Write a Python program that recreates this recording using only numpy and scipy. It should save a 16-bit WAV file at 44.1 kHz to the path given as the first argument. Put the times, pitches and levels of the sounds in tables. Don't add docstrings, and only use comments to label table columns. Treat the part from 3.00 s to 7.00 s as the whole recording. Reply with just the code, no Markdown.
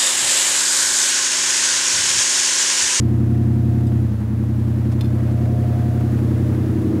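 import sys
import numpy as np
from scipy import signal
from scipy.fft import rfft, irfft
from scipy.io import wavfile
from scipy.ndimage import uniform_filter1d, map_coordinates

SR = 44100
rng = np.random.default_rng(int(sys.argv[2]) if len(sys.argv) > 2 else 0)


def to_wav(sig):
    pcm = np.clip(np.atleast_2d(sig), -1, 1) * 32767
    pcm = np.round(pcm).astype(np.int16)
    wavfile.write(sys.argv[1], SR, pcm.T)


N = 176400
T = np.arange(N) / SR

# (t/s, f/Hz)
CYCLE_RATE = [(0.0, 11.003), (0.4, 11.061), (0.6, 11.064), (0.98, 11.036), (1.16, 10.292), (1.4, 10.763),
              (1.95, 10.956), (2.3, 10.977), (2.5, 11.057), (3.1, 11.113), (3.7, 11.206), (4.0, 11.237)]
PIPE_OF_FIRING = np.array([0, 1, 1, 0, 1, 0, 0, 1])
# (multiple of the cycle rate, relative level/dB)
FOOTWELL_TONES = [(5, -26), (7, -31), (8, -3), (9, -17.5), (10, -12.5), (11, 1), (12, -16.5), (13, -19),
                  (14, -31.5), (15, -21), (16, -22), (17, -34.5), (18, -12.5), (19, -13.5), (20, -8.5),
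                  (21, -10), (22, -13.5), (23, -43.5), (24, -15.5), (25, -25.5), (26, -21), (27, -15),
                  (28, -38.5), (29, -27), (30, -16.5), (31, -21.5), (32, -20.5), (33, -30.5), (34, -38),
                  (35, -40), (36, -31), (37, -41), (38, -38.5), (39, -42.5), (40, -43), (41, -42),
                  (42, -43), (43, -40), (44, -42.5), (45, -32.5), (46, -42)]
DOOR_TONES = [(5, -23), (7, -26), (8, -5), (9, -7.5), (10, -16), (11, -5.5), (12, -37), (13, -26),
              (14, -36), (15, -22), (16, -12.5), (17, -21), (18, -10.5), (19, -37), (20, -8), (21, -19),
              (22, -11.5), (23, -42), (24, -11), (25, -16), (26, -36), (27, -7.5), (28, -20), (29, -5),
              (30, -22), (31, -26), (32, -15), (33, -25), (34, -24), (35, -30), (36, -22.5), (37, -18.5),
              (38, -37), (39, -37), (40, -37), (41, -44), (42, -43), (43, -34), (44, -22.5), (45, -39),
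              (46, -32)]
# (t/s, boom level/dB, growl level/dB, chug level/dB)
EXHAUST_LEVELS = [(0, -17, -23.5, -26), (.5, -17, -23, -29), (1.03, -16.5, -25, -28.5),
                  (1.15, -21, -26.5, -37), (1.27, -21.6, -26, -35.5), (1.42, -19.5, -25.5, -30.5),
                  (1.6, -18.5, -25.5, -31), (2.1, -18, -26, -29.5), (2.7, -17.5, -26.5, -32.5),
                  (3.1, -18, -24.5, -28), (3.5, -18, -24.7, -27.5), (3.75, -20.5, -24.8, -23.5),
                  (4, -24, -21, -21)]
# (t/s, 0 an even burble to 1 a sharp chug)
CHUG_SHARPNESS = [(0.9, 0.33), (1.4, 0.69), (3.3, 0.72), (3.9, 0.59)]
# (t/s, relative level/dB, contact time/s)
PEDAL_HITS = [(2.0100, -28, 0.0058), (2.045, -39, 0.0093), (2.057, -43, .004)]
CLINK_HITS = [(.867, -44, .003), (.8705, -38.5, .004)]
# (f/Hz, relative level/dB, time to fade by 60 dB/s)
PEDAL_RING = [(2471, -2, .04), (3526, 1.5, 0.051), (3830, -11, .03), (4200, -2, 0.056), (5071, -5, 0.048),
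              (7181, -24, .03), (8899, -10.5, .03), (10650, -15, .03), (13600, -8, .028)]
CLINK_RING = [(3620, -6, .05), (4850, -5, .06), (5100, -6, .04), (7870, -4, 0.064), (8050, -2, .06),
              (10400, -10, .04)]
# (multiple of the cycle rate, relative level/dB, point of the cycle 0-1 where they swell)
DASHBOARD_TONES = [(37, -2.5, .88), (38, -6.5, .88), (39, -8.5, .88), (46, -6.5, .27), (48, -3.5, 0.42),
                   (55, -13, .15), (56, -1.5, .15), (57, -11.5, .15)]
SEAT_TONES = [(40, 6, .92), (44, 0, .92), (50, -8, .24), (53, 0, .24), (54, 3, .24), (55, -7, .24)]
# (t/s, throb level/dB, steady tone level/dB)
DASHBOARD_LEVELS = [(0, -49.5, -49.5), (.9, -46, -47), (1.15, -51, -61), (1.5, -47.5, -66),
                    (1.95, -44, -53), (2.3, -39.5, -46.5), (2.55, -35.5, -41.5), (2.9, -40, -40),
                    (3.1, -43.5, -45.5), (3.4, -58, -60), (4, -44, -47.5)]
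# (f/Hz, relative level/dB)
SCUFF_COLOUR = [(700, 10), (2000, -8), (4000, -10), (9000, -15.5), (15000, -23)]
RUMBLE_COLOUR = [(110, -20), (160, -4.5), (300, 0.5), (400, 0.5), (600, -10.5), (900, -19.5)]
RUSTLE_COLOUR = [(480, -2), (600, -4.5), (800, -5.5), (1100, -9.5), (1400, -11), (1900, -13), (2300, -18.5),
                 (3000, -32.5)]
HISS_COLOUR = [(1470, -42), (2500, -1), (5790, -8), (6950, -8), (8880, -11), (10300, -8.5), (13900, -12),
               (15500, -11.5)]
# (t/s, level/dB)
GAS_LEVEL = [(0, -48), (1.2, -41), (2.4, -47), (3.3, -35.5), (4, -34.5)]
# (t/s, rustle level/dB, hiss level/dB)
NOISE_LEVELS = [(0, -46.5, -57), (0.5, -47, -57.5), (1, -47, -56.5), (1.2, -48, -58.5), (1.75, -46.5, -57),
                (2.2, -45, -56), (2.6, -44.5, -54.5), (3.15, -43.5, -54), (3.6, -44, -53.5),
                (4, -44.5, -54.5)]

FIRINGS = len(PIPE_OF_FIRING)
BOOM_TOP_HZ, GROWL_TOP_HZ = 160, 280


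def exhaust(cycle):
    usual_hz, speed_hz = np.median(np.array(CYCLE_RATE)[:, 1]), curve(CYCLE_RATE)
    at_door = np.interp(T, (3.08, 4.16), [0, 1])
    scatter, out = per_firing(cycle), 0
    # (lowest f/Hz, highest f/Hz, trim/dB, roughness, timing, swell)
    bands = [(0, BOOM_TOP_HZ, 0.5, 0.058, pipe_phase, 1),
             (BOOM_TOP_HZ, GROWL_TOP_HZ, 0.5, 0.12, pipe_phase, lope(cycle)),
             (GROWL_TOP_HZ, SR, -0.5, 0.085, chug_phase, 1)]
    for column, (low, high, trim_db, roughness, timing, swell) in enumerate(bands, start=1):
        tones, power = 0, 0
        for (multiple, footwell_db), (_, door_db) in zip(FOOTWELL_TONES, DOOR_TONES):
            if low < multiple * usual_hz <= high:
                size = (1 - at_door) * gain(footwell_db) + at_door * gain(door_db)
                size *= cabin_resonance(multiple * speed_hz) / cabin_resonance(multiple * usual_hz)
                tones += size * np.sin(2 * np.pi * multiple * cycle + timing(multiple, usual_hz))
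                power += size ** 2 / 2
        level = gain(curve(EXHAUST_LEVELS, column) + trim_db)
        out += tones / np.sqrt(power) * level * (1 + roughness * scatter) * swell
    return out


def pipe_phase(multiple, cycle_hz):
    far_lag_s, far_db, lag_s_per_octave = .0052, -1, .0295
    hz = multiple * cycle_hz
    arrival_s = np.arange(FIRINGS) / FIRINGS / cycle_hz + PIPE_OF_FIRING * far_lag_s
    both_pipes = np.sum(gain(PIPE_OF_FIRING * far_db) * np.exp(-2j * np.pi * hz * arrival_s))
    highs_trail = 2 * np.pi * lag_s_per_octave * hz * np.log2(hz / BOOM_TOP_HZ)
    return np.angle(both_pipes) - highs_trail


def chug_phase(multiple, cycle_hz):
    centre_hz, cycle_point, sweep_hz_per_s = 336.46, .6, 3377
    above = multiple - centre_hz / cycle_hz
    bunched = -2 * np.pi * (cycle_point * above + cycle_hz ** 2 / sweep_hz_per_s * above ** 2 / 2)
    spread = pipe_phase(multiple, cycle_hz)
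    shortest_turn = np.angle(np.exp(1j * (bunched - spread)))
    return spread + curve(CHUG_SHARPNESS) * shortest_turn


def lope(cycle, depth=0.27, cycle_point=0.69):
    return (1 + depth * np.cos(2 * np.pi * (cycle - cycle_point))) / np.sqrt(1 + depth)


def cabin_resonance(hz, centre_hz=204.6, half_width_hz=14):
    return 1 / np.hypot(1, (hz - centre_hz) / half_width_hz)


def metal_taps(hits, notes, crack_db):
    out, t = np.zeros(N), T[:SR // 4]
    for start_s, db, contact_s in hits:
        ring = 0
        for hz, note_db, fade_s in notes:
            fade = np.exp(-np.log(1000) * t / fade_s)
            ring += gain(note_db) * np.sin(2 * np.pi * (hz * t + rng.random())) * fade
        scrape = noise([(2400, 6), (4000, 0), (6500, -4), (15000, -7)])[:len(t)]
        crack = gain(crack_db) * scrape * np.exp(-t / contact_s)
        hit = (ring / 2 + crack) * gain(db)
        out += np.pad(hit, (int(start_s * SR), N))[:N]
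    return out


def shoe_scuff(start_s=1.915, rise_s=0.0075, db=-40.5):
    age = np.maximum(T - start_s, 0) / rise_s
    return noise(SCUFF_COLOUR) * age * np.exp(1 - age) * gain(db)


def panel_hum(cycle, waver_db=.8):
    dashboard = throb(DASHBOARD_TONES, cycle, waver_db) * gain(curve(DASHBOARD_LEVELS, 1))
    steady_db = curve(DASHBOARD_LEVELS, 2) + waver_db * drift(9.2)
    steady = np.sqrt(2) * np.sin(2 * np.pi * 64 * cycle) * gain(steady_db)
    near_seat = np.exp(-((T - 3.39) / 0.27) ** 2)
    seat = throb(SEAT_TONES, cycle, waver_db) * gain(-40) * near_seat
    return dashboard + steady + seat


def throb(tones, cycle, waver_db):
    out = 0
    for multiple, db, cycle_point in tones:
        size = gain(db + waver_db * drift(9.14))
        out += size * np.cos(2 * np.pi * multiple * (cycle - cycle_point))
    return normalise(out)


def engine_noise(cycle):
    rustle_trim_db, hiss_trim_db, scatter_db = 3, 3.5, 5.5
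    since_firing = cycle * FIRINGS % 1
    puff = np.exp(-since_firing / 0.82) * gain(scatter_db * per_firing(cycle))
    puff -= puff.mean()
    rumble = noise(RUMBLE_COLOUR) * gain(curve(GAS_LEVEL)) * lope(cycle)
    rustle = noise(RUSTLE_COLOUR) * (1 + 0.28 * puff)
    rustle *= gain(curve(NOISE_LEVELS, 1) + rustle_trim_db + 0.48 * drift(18))
    hiss = noise(HISS_COLOUR) * (1 + 0.12 * puff)
    hiss *= gain(curve(NOISE_LEVELS, 2) + hiss_trim_db + 0.18 * drift(6.5))
    return rumble + rustle + hiss


def noise(colour):
    hz, db = np.array(colour).T
    f = np.maximum(np.arange(N // 2 + 1) * SR / N, 1)
    shape = gain(np.interp(np.log(f), np.log(hz), db))
    edges = np.minimum(f / hz[0], 1) ** 4 * np.minimum(hz[-1] / f, 1) ** 4
    return normalise(irfft(rfft(rng.standard_normal(N)) * shape * edges, N))


def per_firing(cycle):
    return map_coordinates(rng.standard_normal(1024), [cycle * FIRINGS], mode="mirror")


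def drift(rate_hz):
    hold = int(SR / rate_hz)
    steps = np.repeat(rng.standard_normal(N // hold + 1), hold)
    return 1.3 * uniform_filter1d(uniform_filter1d(steps, hold), hold)[:N]


def curve(table, column=1):
    table = np.array(table)
    return np.interp(T, table[:, 0], table[:, column])


def gain(db):
    return 10 ** (np.asarray(db) / 20)


def normalise(x):
    return x / np.sqrt(np.mean(x ** 2))


def scene():
    cycle = .196 + np.cumsum(curve(CYCLE_RATE)) / SR
    pedal = metal_taps(PEDAL_HITS, PEDAL_RING, crack_db=-7.5)
    clink = metal_taps(CLINK_HITS, CLINK_RING, crack_db=-14)
    engine = exhaust(cycle) + panel_hum(cycle) + engine_noise(cycle)
    return (engine + pedal + clink + shoe_scuff())[None]


def record(dry, top_hz=15700):
    return signal.sosfilt(signal.ellip(10, .2, 80, top_hz, fs=SR, output="sos"), dry)


dry = scene()
out = record(dry)
to_wav(out)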